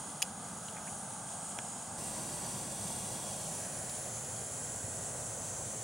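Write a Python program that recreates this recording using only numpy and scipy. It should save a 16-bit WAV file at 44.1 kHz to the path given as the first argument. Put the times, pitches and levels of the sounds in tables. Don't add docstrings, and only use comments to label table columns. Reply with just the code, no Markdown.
import sys
import numpy as np
from scipy import signal
from scipy.fft import rfft, irfft
from scipy.io import wavfile
from scipy.ndimage import uniform_filter1d

SR = 44100
rng = np.random.default_rng(int(sys.argv[2]) if len(sys.argv) > 2 else 0)


def wrap_up_sound(samples):
    columns = np.atleast_2d(samples).T
    tamed = np.clip(columns, -1, 1)
    steps = np.round(tamed * 32767).astype(np.int16)
    wavfile.write(sys.argv[1], SR, steps)


N = 257103
HOP = 512
TIME = np.arange(N) / SR
FRAME_TIMES = np.arange(N // HOP + 6) * HOP / SR
BIN_HZ = np.fft.rfftfreq(4 * HOP, 1 / SR)
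MOVE_S = 1.985

# time in seconds, share of LATE in the blend.
SINK = [(3.2, 0.4), (3.7, 0.87), (4.3, 1)]
LEVELS_BESIDE = (-47, -46, -63)
LEVELS_EARLY = (-44, -43.5, -56.5)
LEVELS_LATE = (-46, -42, -61)
# frequency in Hz, relative dB.
ROAR_BESIDE = [(24, -56), (40, -21), (49, -24), (102, -3.5), (170, 1), (220, -0.5), (304, -10.5),
               (370, -14), (466, -11), (657, -6.5), (760, -4), (890, -4.5), (1020, -12), (1200, -6.5),
               (1340, -11.5), (1570, -10.5), (1900, -27.5), (2000, -19), (2600, -44), (4400, -120)]
ROAR_EARLY = [(12, -47), (20, -18), (100, -7), (161, 1), (204, 2.5), (260, -9), (330, -4.5), (420, -15.5),
              (627, -8), (974, -7.5), (1140, -10.5), (1320, -23), (1610, -16.5), (2400, -31), (3120, -50),
              (5280, -120)]
ROAR_LATE = [(21, -46), (35, -20), (80, -9.5), (114, 0.5), (181, -8.5), (234, -8), (293, -15.5), (392, -13),
             (540, -8), (760, -8.5), (960, -16), (1150, -17.5), (1350, -19), (1570, -17.5), (1770, -23),
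             (1930, -21), (2100, -26), (2730, -37), (4620, -120)]
HISS_BESIDE = [(2940, -56), (5000, -20), (5810, -11.5), (6760, -0.5), (7080, -5), (7420, -2), (8230, -0.5),
               (9480, -1.5), (9990, -5), (10400, -11.5), (10600, -12), (11200, -19), (12300, -27),
               (15000, -30), (15400, -28)]
HISS_EARLY = [(2940, -38.5), (5000, -25), (5340, -21), (6090, -3), (6730, -9), (7050, -4), (8430, 1.5),
              (9800, 0.5), (10300, -13.5), (10900, -13), (11900, -10), (13600, -23), (15400, -22)]
HISS_LATE = [(2940, -45), (5000, -26), (5240, -17), (6060, -6), (7390, -0.5), (8880, -4.5), (9990, -2),
             (10300, -8), (11300, -20), (11700, -22), (14400, -27), (15100, -26), (15400, -22)]
RUSH = [(1200, -25), (2000, -5.5), (2500, -0.5), (2900, -1), (3300, 0.5), (3700, -0.5), (4350, 0),
        (4720, 0.5), (5100, -1), (5600, 0.5), (7000, -14)]
# frequency in Hz, width in Hz, boost or cut in dB.
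PEAKS_BESIDE = [(3140, 140, 4.5), (4800, 110, 0), (6260, 64, -1), (6820, 170, 3.5), (7400, 130, -1),
                (7900, 300, -1.5), (9670, 270, 3.5), (10100, 100, 1)]
PEAKS_EARLY = [(1800, 55, -3), (2790, 46, 8.5), (3050, 90, -5), (3620, 70, 3), (5580, 60, 5),
               (6440, 100, -4), (7200, 110, -2.5), (10100, 97, 7)]
PEAKS_LATE = [(3160, 120, 2.5), (3450, 90, -2), (3950, 90, -1), (5780, 90, 0), (7020, 140, 3),
              (7460, 90, -0.5), (7580, 99, 3)]
# delay in milliseconds, strength in dB.
ECHOES_BESIDE = [(2.37, -23), (3.0, -26)]
ECHOES_EARLY = [(2.11, -15), (3.55, -7.5)]
ECHOES_LATE = [(1.97, -26), (3.3, -23)]
# frequency in Hz, level of the sides against the middle in dB.
WIDTH_BESIDE = [(60, -24), (160, -27), (260, -16), (450, -9), (600, -14), (800, -21), (1250, -15.5),
                (2000, -6.5), (3300, -8), (5500, -9), (9000, -15), (15000, -27)]
WIDTH_EARLY = [(60, -25), (170, -24), (400, -11), (680, -17), (1000, -16), (1300, -8), (2000, -6),
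               (3300, -13), (5500, -11), (9000, -18), (15000, -26)]
WIDTH_LATE = [(60, -29), (130, -26), (320, -9), (600, -15.5), (1000, -9.5), (2000, -7), (3300, -6),
              (5500, -10.5), (9000, -21.5), (15000, -29)]
# frequency in Hz, how much louder the left is in dB.
BALANCE = [(60, 0), (110, 0.0), (200, -0.5), (380, -0.5), (700, -0.5), (1290, -1.5), (2380, -1.0),
           (4400, -1), (8120, -0.5), (15000, 1)]
# time in seconds, change of level in dB.
HISS_SWELL = [(0.1, -0.5), (0.33, -2.8), (0.6, -0.5), (0.8, -2), (0.9, 2.2), (1.17, -0.5), (1.37, 1.7),
              (1.97, -0.1), (3.3, 0.5), (3.9, -0.44), (5.3, 0), (5.8, 0)]
# time in seconds, frequency in Hz, boost or cut in dB.
HISS_DIPS = [
    [(0.1, 7100, -7), (0.65, 7350, -6), (1.0, 7200, -6), (1.35, 7440, 0), (1.9, 7400, -1.5)],
    [(0.35, 8700, 0), (0.7, 8850, -9), (1.0, 8750, -4), (1.25, 9000, 0), (1.8, 8990, -4)],
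    [(0.1, 6200, 2), (0.6, 6170, -3), (1.1, 6370, 1), (1.45, 6560, -8), (1.75, 6550, -6), (2.0, 6700, -2)],
    [(3.3, 8950, -3), (3.55, 8800, -7), (3.9, 8800, 0), (4.1, 8650, -2), (4.4, 8400, 3), (4.7, 8700, -6.5),
     (5.0, 8950, -3), (5.35, 8860, -8), (5.6, 8600, -2), (5.8, 8350, -5)],
    [(3.55, 6500, 1), (3.9, 6260, -6), (4.15, 6200, 4)],
    [(4.8, 10400, -2), (5.35, 10080, -1), (5.8, 9950, -5)],
]
HISS_PEAKS = [
    [(0.1, 9400, 2), (0.45, 9150, 2), (0.7, 9550, -0.5), (1.0, 9550, 3), (1.2, 9400, 0)],
    [(1.1, 8400, 1), (1.35, 8480, 4.5), (1.9, 8300, 2.5), (2.8, 8500, 2), (3.25, 8150, 2), (3.6, 7700, -2)],
    [(1.1, 6900, 0), (1.35, 7000, 3), (1.8, 6980, 3.5)],
    [(3.2, 9700, 0), (3.5, 9750, 1.5), (4.0, 10000, 4), (4.4, 9900, 5), (4.9, 9850, 2), (5.35, 9550, 3),
     (5.8, 9230, 3.5)],
    [(4.1, 8300, -2), (4.4, 7900, 1), (4.8, 7900, 3), (5.2, 8300, 3.5), (5.5, 8150, 3), (5.75, 7500, 2)],
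    [(3.9, 6900, -1), (4.25, 6820, 3), (4.8, 6600, -0.5), (5.4, 6300, 3), (5.8, 6430, 2)],
]
FLAME_NOTE = [(0.1, 800, 1.5), (0.9, 800, 1), (1.4, 776, 2.5), (2.1, 830, 0.5), (3.35, 710, 2),
              (4.0, 680, 2), (4.6, 640, 0), (5.8, 640, -0.5)]
RUSH_PEAK = [(3.45, 1900, -2), (3.7, 1800, 4), (4.15, 1800, -0.5)]
# frequency in Hz, width in Hz, boost in dB at full strength.
WHISTLES = [(3400, 140, 5.5), (4580, 90, 1.5), (4810, 160, 4), (6120, 110, 4), (6860, 130, 2)]
# time in seconds, strength factor, pitch factor.
WHISTLE_COURSE = [(1.95, 0.2, 1), (2.45, 0.86, 0.96), (2.9, 0.65, 1.0), (3.13, 1, 1.0), (3.35, 0.9, 0.95),
                  (3.55, 0, 0.87)]
# start in seconds, pitch in Hz, peak level in dB.
PUFFS = [(4.828, 109, -40)]
# pitch in Hz, relative level in dB, seconds to fade by 60 dB.
POT_NOTES = [(700, -4, .008), (1080, -10, .008), (1470, -7, 0.014), (1720, -3, 0.015), (2040, -7, 0.014),
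             (2420, -3.5, .009), (2730, -4, 0.011), (3000, -6, 0.013), (3300, -4.5, 0.013),
             (3920, -6, 0.0095), (4940, 2, 0.015), (5560, -4, 0.013), (6570, 3, 0.012), (7040, 2, 0.012),
             (8350, -3.5, 0.0095), (9050, 0, 0.011), (10380, 1, 0.011), (11350, -5, 0.0095)]
# start in seconds, peak level in dB, centre of the tone in Hz,
# its spread in octaves, fade time of the scrape in seconds, share of scrape from 0 to 1.
SPOON_HITS = [(0.2200, -18.5, 4200, 0.86, .0004, 0.2), (0.2206, -23, 10500, .3, .001, .4),
              (0.2245, -14.5, 7100, 0.61, .0006, 0.22), (0.2250, -22, 2890, 0.24, 0.001, 0.25),
              (0.2265, -19, 9000, .55, 0.0006, 0.25), (0.683, -46, 3920, 0.08, 0.004, 0.79),
              (0.685, -42.5, 2940, 0.07, 0.003, 0.5), (0.763, -44.5, 2180, 0.13, 0.019, .95),
              (0.870, -47, 1750, 0.12, 0.006, 0.9), (0.876, -44.5, 2400, 0.16, 0.006, 0.9),
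              (1.5873, -29.5, 2740, 0.37, .0005, 0.18), (1.5875, -38, 5560, 0.067, .001, .15),
              (1.5875, -33, 9200, .3, .0004, .2), (1.5878, -31.5, 820, 0.55, .0007, 0.15),
              (1.5892, -38, 1600, .3, .0006, .2), (1.652, -47, 4200, 0.3, .003, .7)]
# start in seconds, peak level in dB, fade time in seconds.
TICKS = [(3.894, -37, .008), (4.2477, -37, .0016), (4.256, -38, .002)]


def burner(flutter_db=0.44, flicker_db=0.58, rush_swell_share=0.32, rush_lag_s=0.38):
    roar_db, hiss_db, _ = over_time(LEVELS_BESIDE, LEVELS_EARLY, LEVELS_LATE).T
    _, _, rush_db = over_time(LEVELS_BESIDE, LEVELS_EARLY, LEVELS_LATE, rush_lag_s).T
    swell_db = follow(HISS_SWELL, FRAME_TIMES)[0]
    roar_db = roar_db + flutter_db * drift(frames=4)
    jet_db = flicker_db * drift(frames=4)
    hiss_db = hiss_db + jet_db + swell_db
    rush_db = rush_db + jet_db + rush_swell_share * swell_db
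    peaks_db = over_time(*map(peaks_and_dips, (PEAKS_BESIDE, PEAKS_EARLY, PEAKS_LATE)))
    roar_shape = tone_over_time(ROAR_BESIDE, ROAR_EARLY, ROAR_LATE) + glides([FLAME_NOTE], width_hz=110)
    hiss_shape = tone_over_time(HISS_BESIDE, HISS_EARLY, HISS_LATE) + eater_shading()
    roar = band_power(roar_shape + peaks_db, roar_db, low_hz=40, high_hz=1600)
    hiss = band_power(hiss_shape + peaks_db, hiss_db, low_hz=6000, high_hz=11000)
    rush = band_power(spectrum(RUSH) + peaks_db, rush_db, low_hz=3500, high_hz=5200)
    boost_db = whistles() + glides([RUSH_PEAK], width_hz=390)
    return stereo_noise((roar + hiss + rush) * reflections() * gain_of(boost_db) ** 2)


def peaks_and_dips(rows):
    return sum(bump(hz, db, width_hz) for hz, width_hz, db in rows)


def whistles(waver_share=0.0083, flutter_share=.25):
    strength, pitch = follow(WHISTLE_COURSE, FRAME_TIMES)
    total_db = 0
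    for hz, width_hz, db in WHISTLES:
        wavering_hz = hz * pitch * (1 + waver_share * drift(frames=7))
        boost_db = db * strength * (1 + flutter_share * drift(frames=4))
        total_db = total_db + bump(wavering_hz, boost_db, width_hz)
    return total_db


def flame_puffs(length_s=0.038):
    t, out = np.arange(0, length_s, 1 / SR), np.zeros(N)
    for start_s, hz, db in PUFFS:
        add(out, start_s, gain_of(db) * np.hanning(len(t)) * np.sin(2 * np.pi * hz * t))
    return out


def spoon(crack_db=-5.5, crack_s=0.0014, crack_top_hz=12000):
    t, out = np.arange(SR // 12) / SR, np.zeros(N)
    for start_s, db, centre_hz, octaves, scrape_s, share in SPOON_HITS:
        ring = 0
        for k, (hz, note_db, fade_s) in enumerate(POT_NOTES):
            nearness = np.exp(-.5 * (np.log2(hz / centre_hz) / octaves) ** 2)
            fade = gain_of(note_db - 60 * t / fade_s)
            ring = ring + (-1) ** k * nearness * fade * np.sin(2 * np.pi * hz * t)
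        scrape, grit = rng.standard_normal((2, len(t)))
        scrape = scrape * np.exp(-t / scrape_s)
        force = (1 - share) * (t == 0) + share * scrape / np.linalg.norm(scrape)
        band_hz = np.minimum([centre_hz / 2 ** octaves, centre_hz * 2 ** octaves], crack_top_hz)
        crack = signal.lfilter(*signal.butter(2, band_hz, "band", fs=SR), grit * np.exp(-t / crack_s))
        pot = signal.fftconvolve(force, ring)[:len(t)]
        hit = unit_level(pot) + gain_of(crack_db) * unit_level(crack)
        add(out, start_s, gain_of(db) * hit / abs(hit).max())
    return out


def place_spoon(sound, lag_s=9e-6, pan_db=0.3, tail_db=-11.5, tail_s=0.067):
    delayed = irfft(rfft(sound) * np.exp(-2j * np.pi * np.fft.rfftfreq(N, 1 / SR) * lag_s), N)
    direct = np.array([sound, delayed]) * gain_of([[pan_db], [-pan_db]])
    t = np.arange(SR // 10) / SR
    tail = rng.standard_normal((2, len(t))) * gain_of(-60 * t / tail_s)
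    echo = signal.fftconvolve(sound[None], tail / np.linalg.norm(tail[0]), axes=1)[:, :N]
    return direct + gain_of(tail_db) * echo


def metal_ticks(band_hz=(3800, 8500)):
    t, out = np.arange(SR // 20) / SR, np.zeros(N)
    for start_s, db, fade_s in TICKS:
        burst = rng.standard_normal(len(t)) * np.exp(-t / fade_s)
        snap = signal.lfilter(*signal.butter(1, band_hz, "band", fs=SR), burst)
        add(out, start_s, gain_of(db) * snap / abs(snap).max())
    return out


def eater_shading():
    return glides(HISS_DIPS, width_hz=110) + glides(HISS_PEAKS, width_hz=390)


def reflections(low_hz=1150, high_hz=10500, scatter_db=1.14):
    reflected = BIN_HZ ** 2 / (BIN_HZ ** 2 + low_hz ** 2) / (1 + (BIN_HZ / high_hz) ** 4)
    ripple = over_time(comb(ECHOES_BESIDE), comb(ECHOES_EARLY), comb(ECHOES_LATE))
    return np.exp(2 * ripple * reflected) * gain_of(scatter_db * scatter() * np.sqrt(reflected)) ** 2


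def comb(echoes, sway_ms=.007):
    ripple = 0
    for delay_ms, db in echoes:
        delay_s = (delay_ms + sway_ms * drift(frames=50)) / 1000
        ripple = ripple + gain_of(db) * np.cos(2 * np.pi * BIN_HZ * delay_s[:, None])
    return ripple


def scatter(bins=6, frames=34):
    ridges = uniform_filter1d(rng.standard_normal((len(FRAME_TIMES), len(BIN_HZ))), bins, 1)
    return unit_level(uniform_filter1d(uniform_filter1d(ridges, frames, 0), frames, 0))


def stereo_noise(power):
    mid, side = rng.standard_normal((2,) + power.shape + (2,)).view(complex)[..., 0]
    side = side * gain_of(tone_over_time(WIDTH_BESIDE, WIDTH_EARLY, WIDTH_LATE))
    lean = gain_of(spectrum(BALANCE) / 2)
    spectra = np.array([(mid + side) * lean, (mid - side) / lean]) * np.sqrt(power)
    sound = signal.istft(spectra.transpose(0, 2, 1), nperseg=4 * HOP, noverlap=3 * HOP)[1][:, :N]
    return unit_level(sound) * np.sqrt(power.sum(1).mean())


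def band_power(shape_db, level_db, low_hz, high_hz):
    power = gain_of(shape_db) ** 2 * np.ones((len(FRAME_TIMES), 1))
    inside = power[:, (BIN_HZ > low_hz) & (BIN_HZ < high_hz)].sum(1)
    return power * (gain_of(level_db) ** 2 / inside)[:, None]


def over_time(beside, early, late, lag_s=0):
    sunk = follow(SINK, FRAME_TIMES - lag_s)[0][:, None]
    blend = (1 - sunk) * np.array(early) + sunk * np.array(late)
    return np.where(FRAME_TIMES[:, None] < MOVE_S, beside, blend)


def tone_over_time(beside, early, late):
    return over_time(spectrum(beside), spectrum(early), spectrum(late))


def glides(paths, width_hz, fade_s=.2):
    total_db = 0
    for path in paths:
        hz, db = follow(path, FRAME_TIMES)
        outside_s = np.maximum(path[0][0] - FRAME_TIMES, FRAME_TIMES - path[-1][0])
        total_db = total_db + bump(hz, db * np.clip(1 - outside_s / fade_s, 0, 1), width_hz)
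    return total_db


def bump(hz, db, width_hz):
    return np.asarray(db)[..., None] / (1 + ((BIN_HZ - np.asarray(hz)[..., None]) / width_hz) ** 2)


def drift(frames):
    jitter = rng.standard_normal(len(FRAME_TIMES))
    return unit_level(uniform_filter1d(uniform_filter1d(jitter, frames), frames))


def spectrum(rows):
    hz, db = np.transpose(rows)
    return np.interp(np.log(BIN_HZ + 1), np.log(hz + 1), db)


def follow(rows, t):
    times, *columns = np.transpose(rows)
    return [np.interp(t, times, column) for column in columns]


def add(mix, start_s, sound):
    part = mix[round(start_s * SR):][:len(sound)]
    part += sound[:len(part)]


def gain_of(db):
    return np.exp(np.asarray(db) * np.log(10) / 20)


def unit_level(x):
    return x / np.sqrt(np.mean(x ** 2) + 1e-20)


def scene():
    return burner() + flame_puffs() + metal_ticks() + place_spoon(spoon())


def record(dry, whine_hz=15734, whine_before_db=-76, whine_after_db=-71, top_hz=15900):
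    whine_db = np.where(TIME < MOVE_S, whine_before_db, whine_after_db)
    whine = gain_of(whine_db) * np.sqrt(2) * np.sin(2 * np.pi * whine_hz * TIME)
    low_pass = signal.firwin(1023, top_hz, window=("kaiser", 9), fs=SR)
    return signal.oaconvolve(dry + whine, low_pass[None], "same")


dry = scene()
out = record(dry)
wrap_up_sound(out)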